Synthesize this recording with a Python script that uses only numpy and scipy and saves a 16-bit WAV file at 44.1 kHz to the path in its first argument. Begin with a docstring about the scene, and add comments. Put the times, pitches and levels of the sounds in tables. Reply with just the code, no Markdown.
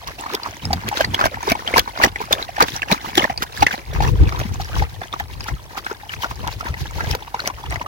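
"""Pigs and a dog lap and smack wet feed from a wooden trough, close to a hand-held camera.
Air pockets in mouth and mash burst and ring for a few cycles as damped resonators, and spray fizzes.
One pig grunts low, its glottal pulses shaped by the throat; later comes a soft snort.
Turbulent wind buffets the two microphone ports over a steady open-air hush.
The mouths lie to the right, so their sound reaches the right port first."""
import sys
import numpy as np
from scipy import signal
from scipy.fft import rfft, irfft, next_fast_len
from scipy.io import wavfile
from scipy.ndimage import uniform_filter1d, map_coordinates

SR = 44100
rng = np.random.default_rng(int(sys.argv[2]) if len(sys.argv) > 2 else 0)


def master(y):
    """Save y as 16-bit WAV."""
    cut = np.clip(np.atleast_2d(y).T, -1, 1)
    pcm = np.round(cut * 32767)  # scale
    wavfile.write(sys.argv[1], SR, pcm.astype(np.int16))


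N = 347067

# Spectra of the open air, eddies, wet mash and spray. Each row: frequency in Hz, relative density in dB.
HUSH_SPECTRUM = [(150, 17), (900, 37), (2000, -1), (5000, 5), (8500, 18.5), (16000, 18)]
EDDY_SPECTRUM = [(12, -53), (20, -51), (49, 7.5), (102, 4), (173, -7.5), (220, -21), (273, -19), (500, -18),
                 (650, -65), (1100, -120)]
MASH_SPECTRUM = [(90, -29), (200, -1.5), (550, -4), (950, 4), (1400, -1.5), (2100, -0.5), (3500, -11.5),
                 (6000, -12.5), (10000, -50)]
SPRAY_SPECTRUM = [(1500, -5), (3000, -6), (5000, -6.5), (6500, -9.5), (8700, -26), (10500, -16.5),
                  (15000, -17), (17000, -7)]
# The breeze on the ports. Each row: time in seconds, level in dB.
BREEZE_LEVELS = [(0.0, -43), (0.44, -48.5), (0.81, -41), (2.56, -41.5), (3.88, -43), (4.08, -26),
                 (4.76, -30.5), (5.02, -44.5), (5.37, -32.5), (5.85, -45.5), (6.99, -31), (7.12, -37),
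                 (7.3, -43), (7.87, -41)]
# Gusts and air from snouts striking the ports. Each row: peak in seconds, level in dB, length in seconds.
AIR_PUFFS = [(0.088, -40, 0.05), (.5, -38, 0.044), (1.024, -36, 0.044), (1.26, -24.5, .04),
             (1.37, -35, 0.047), (1.517, -30, 0.033), (1.75, -28, 0.026), (1.803, -23, 0.023),
             (2.044, -28, 0.029), (2.122, -36, 0.045), (2.328, -36, 0.032), (2.63, -33, 0.055),
             (2.743, -38, .03), (3.187, -41, 0.048), (3.225, -37, .06), (3.32, -33, 0.027),
             (3.386, -33, 0.047), (3.625, -22.5, 0.054), (3.9, -30, 0.052), (3.99, -18, 0.075),
             (4.07, -19, 0.15), (4.141, -16, 0.033), (4.221, -3.5, 0.043), (4.273, -13.5, 0.021),
             (4.403, -23, 0.034), (4.522, -21, 0.016), (4.606, -41, 0.03), (4.808, -18, 0.094),
             (4.94, -41, 0.024), (4.993, -30.5, .04), (5.234, -32, .03), (5.535, -23.5, .04),
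             (6.18, -33, 0.034), (6.315, -33, 0.021), (6.435, -33, 0.15), (6.57, -28, 0.024),
             (6.708, -23, 0.031), (6.827, -22.5, 0.027), (6.98, -28, 0.033), (7.037, -22, 0.027),
             (7.076, -18.5, 0.016), (7.126, -19.5, 0.038), (7.546, -37, 0.027), (7.71, -24, 0.088),
             (7.774, -33, 0.027)]
# One suck and smack each. Each row: jaw closure in seconds, gurgle in dB, spray in dB, build-up in seconds.
SMACKS = [(.085, -31.5, -61, 0.083), (.344, -32.5, -50, 0.35), (0.469, -32, -70, 0.35),
          (.545, -34, -70, 0.038), (.72, -41, -60, 0.045), (.88, -29, -46, 0.27), (1.007, -18, -23, 0.13),
          (1.253, -19, -37, 0.27), (1.36, -31.5, -46, 0.076), (1.511, -18, -24.5, 0.12),
          (1.779, -17.5, -24, 0.19), (1.89, -35, -34, 0.027), (2.036, -10.5, -18, 0.072),
          (2.22, -30, -33, .12), (2.327, -27.5, -22.5, 0.06), (2.42, -30, -38, 0.24),
          (2.618, -12, -26, 0.055), (2.76, -41, -34.5, 0.45), (2.923, -16, -23.5, 0.073),
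          (3.091, -33.5, -30.5, 0.25), (3.241, -18, -26, 0.18), (3.3, -27, -33.5, 0.022),
          (3.425, -30.5, -32, 0.1), (3.621, -26, -27, 0.19), (3.733, -28.5, -26.5, 0.1),
          (3.789, -33, -47, 0.026), (3.959, -28.5, -52, 0.063), (4.09, -27, -30.5, 0.42),
          (4.23, -56, -39, 0.045), (4.403, -26.5, -37, 0.21), (4.545, -33.5, -34, 0.046),
          (4.616, -35, -28, 0.019), (4.798, -27.5, -29, 0.15), (5.034, -32, -64, 0.042),
          (5.137, -23, -37, 0.041), (5.205, -40, -50, 0.057), (5.408, -28.5, -39, 0.054),
          (5.488, -23, -25, 0.029), (5.783, -32, -28.5, 0.055), (5.902, -34.5, -35, 0.26),
          (6.141, -65, -38.5, 0.13), (6.238, -28, -26, 0.047), (6.315, -37, -64, 0.072),
          (6.479, -26, -62, 0.077), (6.672, -31.5, -42.5, 0.16), (7.0, -33.5, -37, 0.13),
          (7.138, -34.5, -31.5, 0.42), (7.469, -29.5, -32, .13), (7.712, -33, -32.5, .14),
          (7.819, -34, -35, 0.13)]
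# The slop between mouthfuls. Each row: time in seconds, gurgle in dB, spray in dB.
SLOP_LEVELS = [(0.0, -47, -41), (0.99, -42.5, -40.5), (3.94, -46, -46), (4.12, -39, -41),
               (4.91, -47.5, -39.5), (5.83, -50, -49.5), (6.33, -43.5, -38.5), (7.67, -43, -45.5),
               (7.87, -45, -53)]
# The mouths' direction. Each row: time in seconds, left lag in samples, left minus right level in dB.
MOUTH_DIRECTIONS = [(0, 12.9, 0.5), (.7, 13.4, 0), (1.2, 17.6, 1), (2.2, 16.84, 1.5), (3.7, 20.6, 0.5),
                    (4.7, 10, 2), (5.7, 12.55, 3), (7.8, 11.05, 2)]
# The loudest air pockets bursting. Each row: peak in seconds, relative level in dB, pitch in Hz.
POCKET_BURSTS = [(.073, -28.5, 1060), (.086, -29, 1080), (.264, -21.5, 1140), (.346, -22.5, 404),
                 (.352, -20, 3550), (.434, -22, 4620), (.458, -31, 1280), (.654, -17.5, 5230),
                 (.708, -19.5, 776), (.735, -23.5, 1990), (.731, -13, 4620), (.734, -17.5, 754),
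                 (.916, -22, 860), (.928, -20, 757), (.974, -21, 1520), (1.01, -10.5, 1630),
                 (1.009, -13, 580), (1.048, -15, 4520), (1.046, -14.5, 1900), (1.146, -11, 3220),
                 (1.193, -13.5, 995), (1.213, -9, 1346), (1.241, -11.5, 1560), (1.259, -12, 621),
                 (1.267, -19, 1480), (1.344, -23.5, 1770), (1.432, -21.5, 970), (1.481, -18, 405),
                 (1.491, -22, 1100), (1.519, -17.5, 252), (1.519, -14.5, 660), (1.522, -13.5, 2380),
                 (1.554, -18.5, 966), (1.677, -14, 3180), (1.74, -16.5, 505), (1.741, -12, 2100),
                 (1.762, -14, 1060), (1.781, -7, 1580), (1.797, -12, 3260), (1.878, -20, 1000),
                 (2.025, -20, 980), (2.039, -1, 1886), (2.051, -20.5, 407), (2.16, -18, 1974),
                 (2.206, -26, 424), (2.312, -16, 535), (2.33, -6, 3550), (2.427, -18, 4010),
                 (2.492, -25.5, 740), (2.568, -22.5, 1790), (2.583, -18.5, 790), (2.607, -6.5, 1210),
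                 (2.626, -13, 476), (2.627, -11.5, 4540), (2.764, -19, 5630), (2.821, -16.5, 2740),
                 (2.831, -16, 1680), (2.916, -14, 2400), (2.925, -8.5, 3985), (2.929, -22.5, 408),
                 (3.18, -6, 3200), (3.18, -12.5, 833), (3.18, -11.5, 337), (3.196, -11.5, 2940),
                 (3.223, -17, 2080), (3.243, -12, 1900), (3.302, -17.5, 787), (3.377, -17.5, 4800),
                 (3.423, -16.5, 1480), (3.627, -3, 820), (3.629, -18.5, 291), (3.668, -4.5, 1944),
                 (3.684, -22, 1780), (3.711, -17.5, 1620), (3.962, -23, 990), (4.006, -15, 844),
                 (4.026, -18, 872), (4.05, -23, 1850), (4.213, -25, 254), (4.233, -22, 285),
                 (4.324, -22.5, 1250), (4.349, -23, 930), (4.401, -29, 1710), (4.456, -26, 203),
                 (4.601, -25, 770), (4.766, -23, 1010), (4.824, -17.5, 832), (5.017, -26.5, 1680),
                 (5.018, -27, 720), (5.128, -23.5, 3570), (5.139, -18, 1170), (5.2, -18.5, 1750),
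                 (5.207, -23.5, 806), (5.408, -25.5, 5050), (5.485, -22, 1345), (5.779, -19.5, 1023),
                 (5.866, -19, 1596), (5.914, -23, 1380), (5.917, -26, 433), (6.035, -33.5, 825),
                 (6.095, -25, 2900), (6.232, -24.5, 3010), (6.245, -16, 1400), (6.313, -23, 980),
                 (6.447, -25, 1000), (6.481, -21, 990), (6.61, -21.5, 1260), (6.663, -34, 1490),
                 (6.742, -22, 1970), (7.008, -16.5, 1523), (7.112, -19, 5250), (7.152, -23, 900),
                 (7.152, -24, 500), (7.224, -30, 924), (7.346, -16, 920), (7.395, -22, 1460),
                 (7.403, -19.5, 3960), (7.458, -37, 910), (7.459, -21.5, 2060), (7.476, -18, 5950),
                 (7.478, -23.5, 620), (7.502, -22, 1005), (7.64, -27, 944), (7.725, -20.5, 1980),
                 (7.759, -19, 2020), (7.815, -20.5, 920), (7.863, -26, 1200)]
# Spray thrown from the lips. Each row: peak in seconds, relative level in dB, nominal length in ms.
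LIP_SPLASHES = [(0.08, -28, 9.8), (0.337, -28, 9.4), (0.349, -23, 11.6), (0.657, -37, 2.8), (0.735, -20, 7),
                (0.889, -18, 5), (0.981, -25, 4.5), (1.012, -28, 12), (1.146, -18.5, 11), (1.204, -28, 4.3),
                (1.258, -19, 10), (1.501, -19, 7), (1.519, -20.5, 10), (1.717, -34, 3.6), (1.746, -30, 6),
                (1.781, -12, 14), (1.795, -10.5, 9), (2.04, -12.5, 9.1), (2.046, -11, 6), (2.327, -5, 3.7),
                (2.607, -16.5, 5), (2.626, -4.5, 4.7), (2.764, -25, 2.9), (2.916, -21.5, 11),
                (2.925, -13, 4), (3.154, -23, 7.8), (3.178, -9.5, 9.2), (3.43, -15.5, 8.9),
                (3.628, -14, 4.8), (3.667, -16.5, 2.7), (3.938, -29, 6), (4.027, -27, 15),
                (4.395, -25.5, 13.4), (4.486, -30.5, 3.6), (4.609, -30, 10), (5.2, -31.5, 16),
                (5.439, -29, 5.9), (5.48, -28, 9.3), (5.78, -31, 17), (6.224, -25.5, 17), (6.475, -29.5, 4),
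                (7.113, -21, 5.1), (7.152, -23, 4), (7.476, -19, 4.3), (7.745, -29.5, 4)]
# A pig's grunts. Each row: start in seconds, length in seconds, middle pitch in Hz, relative level in dB.
PIG_GRUNTS = [(0.615, .2, 80, -25.5), (0.823, .1, 112.9, -29.5), (1.034, .13, 93.86, -25.5)]
# Resonances of its throat. Each row: centre in Hz, bandwidth in Hz, relative gain in dB.
FORMANTS = [(90, 39, -2.5), (238, 130, -20), (670, 110, -61)]
# Diffraction round the camera. Each row: frequency in Hz, left lead in radians, left minus right in dB.
PORT_DIFFERENCES = [(150, 0.16, .5), (674, 0.49, -2), (1210, 0.037, -1.5), (5630, 0, 1),
                    (8060, 0.0099, -4.5)]


def amp(db):
    """Amplitude ratio of a level in decibels."""
    return 10 ** (np.asarray(db) / 20)


def unit(x):
    """The signal scaled to an RMS of one."""
    return x / np.sqrt(np.mean(x ** 2) + 1e-20)


def curves(rows, times=None):
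    """Each column after the first, interpolated at the given times or else at every sample."""
    knots, *columns = np.transpose(rows)
    return [np.interp(np.arange(N) / SR if times is None else times, knots, c) for c in columns]


def wobble(rate):
    """Smooth random modulation with `rate` knots a second."""
    knots = rng.standard_normal(int(N * rate / SR) + 4)
    return map_coordinates(knots, [np.arange(N) * rate / SR])


def filtered(x, response):
    """Linear filtering: the spectrum is multiplied by a frequency response."""
    size = next_fast_len(N + 8192)
    return irfft(rfft(x, size) * response(np.fft.rfftfreq(size, 1 / SR)), size)[..., :N]


def colour(points):
    """Frequency response through (Hz, dB) points on a logarithmic axis."""
    knots_hz, db = np.transpose(points)
    return lambda hz: amp(np.interp(np.log(hz + 1), np.log(knots_hz), db, left=-90))


def at_ports(starts, sounds, scatter):
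    """Time and level differences place each sound at its own spot; lags spread by `scatter` samples."""
    lag, pan_db = curves(MOUTH_DIRECTIONS, starts)
    spot = rng.standard_normal((len(starts), 2))
    lag, pan_db = lag + scatter * spot[:, 0], pan_db + 2.5 * spot[:, 1]
    ports = []
    for side in (1, -1):
        arrival = np.round(starts * SR + side * lag / 2).astype(int).clip(0)
        index = arrival[:, None] + np.arange(sounds.shape[1])
        panned = sounds * amp(side * pan_db / 2)[:, None]
        ports.append(np.bincount(index.ravel(), panned.ravel(), N)[:N])
    return np.array(ports)


def hush():
    """The open air is stationary noise, uncorrelated between the ports."""
    return amp(-50) * unit(filtered(rng.standard_normal((2, N)), colour(HUSH_SPECTRUM)))


def wind():
    """Turbulent pressure, partly coherent between the ports: puffs stand out of a lumpy breeze."""
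    t = np.arange(0, N / SR, .002)
    breeze_db, = curves(BREEZE_LEVELS, t)
    puffs = sum(amp(db) * np.exp(-4 * ((t - peak_s) / length_s) ** 2) for peak_s, db, length_s in AIR_PUFFS)
    strength = np.interp(np.arange(N) / SR, t, amp(breeze_db) + puffs)
    noise = rng.standard_normal((3, N))
    eddies = filtered(noise[:2] + 0.58 * noise[2], colour(EDDY_SPECTRUM))
    levelled = eddies / np.sqrt(np.abs(uniform_filter1d(eddies ** 2, size=1500)))
    lumps = amp(2 * np.array([wobble(28), wobble(28)]))
    return strength * unit(lumps * levelled) * amp([[1.4], [-1.4]])


def mouthfuls():
    """Envelopes of gurgle and spray: exponential growth, then rapid decay as the jaws close."""
    build_db, ebb_db_per_s = 34, 510
    closure_s, gurgle_db, spray_db, build_s = np.transpose(SMACKS)
    t = np.arange(0, N / SR, .002)
    after_s = t - closure_s[:, None]
    shape_db = np.where(after_s < 0, build_db * after_s / build_s[:, None], -ebb_db_per_s * after_s)
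    return [np.interp(np.arange(N) / SR, t, amp(slop_db) + amp(db[:, None] + shape_db).sum(axis=0))
            for db, slop_db in zip((gurgle_db, spray_db), curves(SLOP_LEVELS, t))]


def swell(age):
    """A gamma envelope rises to 1 at age 1, then fades a little more slowly."""
    return (age * np.exp(1 - age)) ** 3


def bubbles(hz, rise_s, size, climb, rough):
    """Bubble resonance: the pitch climbs as an air pocket shrinks and wavers with its walls."""
    age = np.arange(size) / SR / rise_s[:, None]
    waver = rough * np.cumsum(rng.standard_normal((len(hz), size)), axis=1) * np.sqrt(hz[:, None] / SR)
    phase = 2 * np.pi * hz[:, None] * rise_s[:, None] * age * (1 + climb * (age / 2 - 1))
    return np.sin(phase + waver) * swell(age)


def swarm(count, hz, spread, cycles, rough, size):
    """Superposed bubbles at random moments, log-normal in pitch, each peaking after `cycles` periods."""
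    draw = np.clip(rng.standard_normal((count, 2)), -1.7, 1.7)
    pitch = np.minimum(hz * np.exp(spread * draw[:, 0]), 16000)
    rings = bubbles(pitch, cycles / pitch, size, climb=0.023, rough=rough) * amp(5.84 * draw[:, 1:])
    return unit(at_ports(rng.random(count) * N / SR, rings, scatter=4.7))


def slurp():
    """Bubble clouds and noise, modulated by each mouthful: mash gurgles and the lips squelch in surges."""
    gurgle_envelope, spray_envelope = mouthfuls()
    noise = rng.standard_normal((2, 2, N))
    pockets = swarm(count=1900, hz=1301, spread=0.5285, cycles=3.15, rough=0.98, size=600)
    squelch = swarm(count=1300, hz=2700, spread=.45, cycles=11, rough=.7, size=700)
    hiss = unit(filtered(noise[1], colour(SPRAY_SPECTRUM))) * amp(2 * wobble(60))
    crackle = swarm(count=500, hz=3950, spread=0.48, cycles=2.95, rough=0.55, size=250)
    gulps = swarm(count=800, hz=338, spread=0.35, cycles=0.82, rough=0.37, size=1000)
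    gurgle = unit(filtered(pockets + .9 * noise[0], colour(MASH_SPECTRUM))) + amp(-10) * gulps
    spray = unit(unit(hiss + 1.1 * squelch) + amp(-8) * crackle)
    surge = wobble(35)
    return gurgle_envelope * amp(2.2 * surge) * gurgle + spray_envelope * amp(3 * surge) * spray


def pops():
    """Damped resonance: large, low pockets ring longer, while the mash slaps with broadband noise."""
    peak_s, db, hz = np.transpose(POCKET_BURSTS)
    rise_s, size = .0035 * (1000 / hz) ** .45, 1400
    gain = amp(db)[:, None]
    rings = bubbles(hz, rise_s, size, climb=.03, rough=.45)
    bursts = rng.standard_normal(rings.shape) * swell(np.arange(size) / SR / (1.72 * rise_s[:, None]))
    slaps = filtered(at_ports(peak_s - 1.3 * rise_s, bursts * gain, scatter=2.2), colour(MASH_SPECTRUM))
    return amp(4.5) * at_ports(peak_s - rise_s, rings * gain, scatter=1.7) + amp(-0.5) * slaps


def trough(x):
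    """Diffuse reflection from the boards and the wet surface adds a short exponential tail."""
    reverberation_s, first_echo_s = 0.05, .0015
    t = np.arange(SR // 10) / SR
    tail = rng.standard_normal((2, len(t))) * amp(-60 * t / reverberation_s) * (t > first_echo_s)
    return signal.fftconvolve(x, tail / np.linalg.norm(tail[0]), axes=1)[:, :N]


def splashes():
    """Droplets add incoherently into ragged noise bursts that grow and decay equally fast."""
    peak_s, db, length_ms = np.transpose(LIP_SPLASHES)
    decay_s, size = length_ms[:, None] / 1000 * 0.4195, 2600
    noise = rng.standard_normal((len(peak_s), 2, size))
    ragged = amp(7.6 * unit(uniform_filter1d(noise[:, 1], size=40)))
    from_peak_s = (np.arange(size) - size // 2) / SR
    drops = noise[:, 0] * ragged * np.exp(-np.abs(from_peak_s / decay_s)) * amp(db)[:, None]
    placed = at_ports(peak_s - size // 2 / SR, drops, scatter=3.6)
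    return amp(8.5) * filtered(placed, colour(SPRAY_SPECTRUM))


def throat(hz):
    """The vocal tract acts as parallel resonators of alternating sign."""
    return sum((-1) ** k * amp(db) * 1j * hz * width / (centre ** 2 - hz ** 2 + 1j * hz * width)
               for k, (centre, width, db) in enumerate(FORMANTS))


def grunts():
    """Source and filter: uneven glottal pulses of sagging pitch and breath noise excite the throat."""
    attack_s, release_s, sag_hz_per_s = 0.034, 0.065, 30
    voice = np.zeros(N)
    for start_s, length_s, hz, db in PIG_GRUNTS:
        t = np.arange(N) / SR - start_s
        effort = np.clip(np.minimum(t / attack_s, (length_s - t) / release_s), 0, 1)
        pitch = hz - sag_hz_per_s * np.clip(t - length_s / 2, -length_s, length_s)
        jitter, shimmer_db = .08 * wobble(70), 2.5 * wobble(80)
        cycle = np.floor(np.cumsum(pitch * (1 + jitter)) / SR)
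        pulses = np.diff(cycle, prepend=0) * amp(shimmer_db)
        breath = 0.054 * rng.standard_normal(N)
        voice += (pulses + breath) * amp(db) * effort
    return amp(52) * filtered(voice, throat) * amp([[1.2], [-1.2]])


def snort():
    """Turbulent flow through wet nostrils gives one soft swell of bright hiss."""
    peak_s, length_s = 4.085, .07
    envelope = np.exp(-4 * ((np.arange(N) / SR - peak_s) / length_s) ** 2)
    hiss = filtered(rng.standard_normal((2, N)), lambda hz: colour(SPRAY_SPECTRUM)(hz) * np.sqrt(hz))
    return amp(-35) * envelope * unit(hiss)


def scene():
    """Superposition of all the sources; the pops and grunts also reflect from the trough."""
    direct = pops() + grunts()
    return direct + amp(-10) * trough(direct) + splashes() + slurp() + snort() + wind() + hush()


def record(dry):
    """Diffraction parts the ports in phase and level; peaks saturate, and the band ends at 16 kHz."""
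    hz, lead, pan_db = np.transpose(PORT_DIFFERENCES)
    half = np.array([[.5], [-.5]])

    def diffraction(f):
        return np.exp(1j * half * np.interp(f, hz, lead)) * amp(half * np.interp(f, hz, pan_db))

    ports = filtered(dry, diffraction)
    clipped = ports / (1 + np.abs(ports) ** 6) ** (1 / 6)
    return filtered(clipped, lambda f: f < 16000)


dry = scene()
out = record(dry)
master(out)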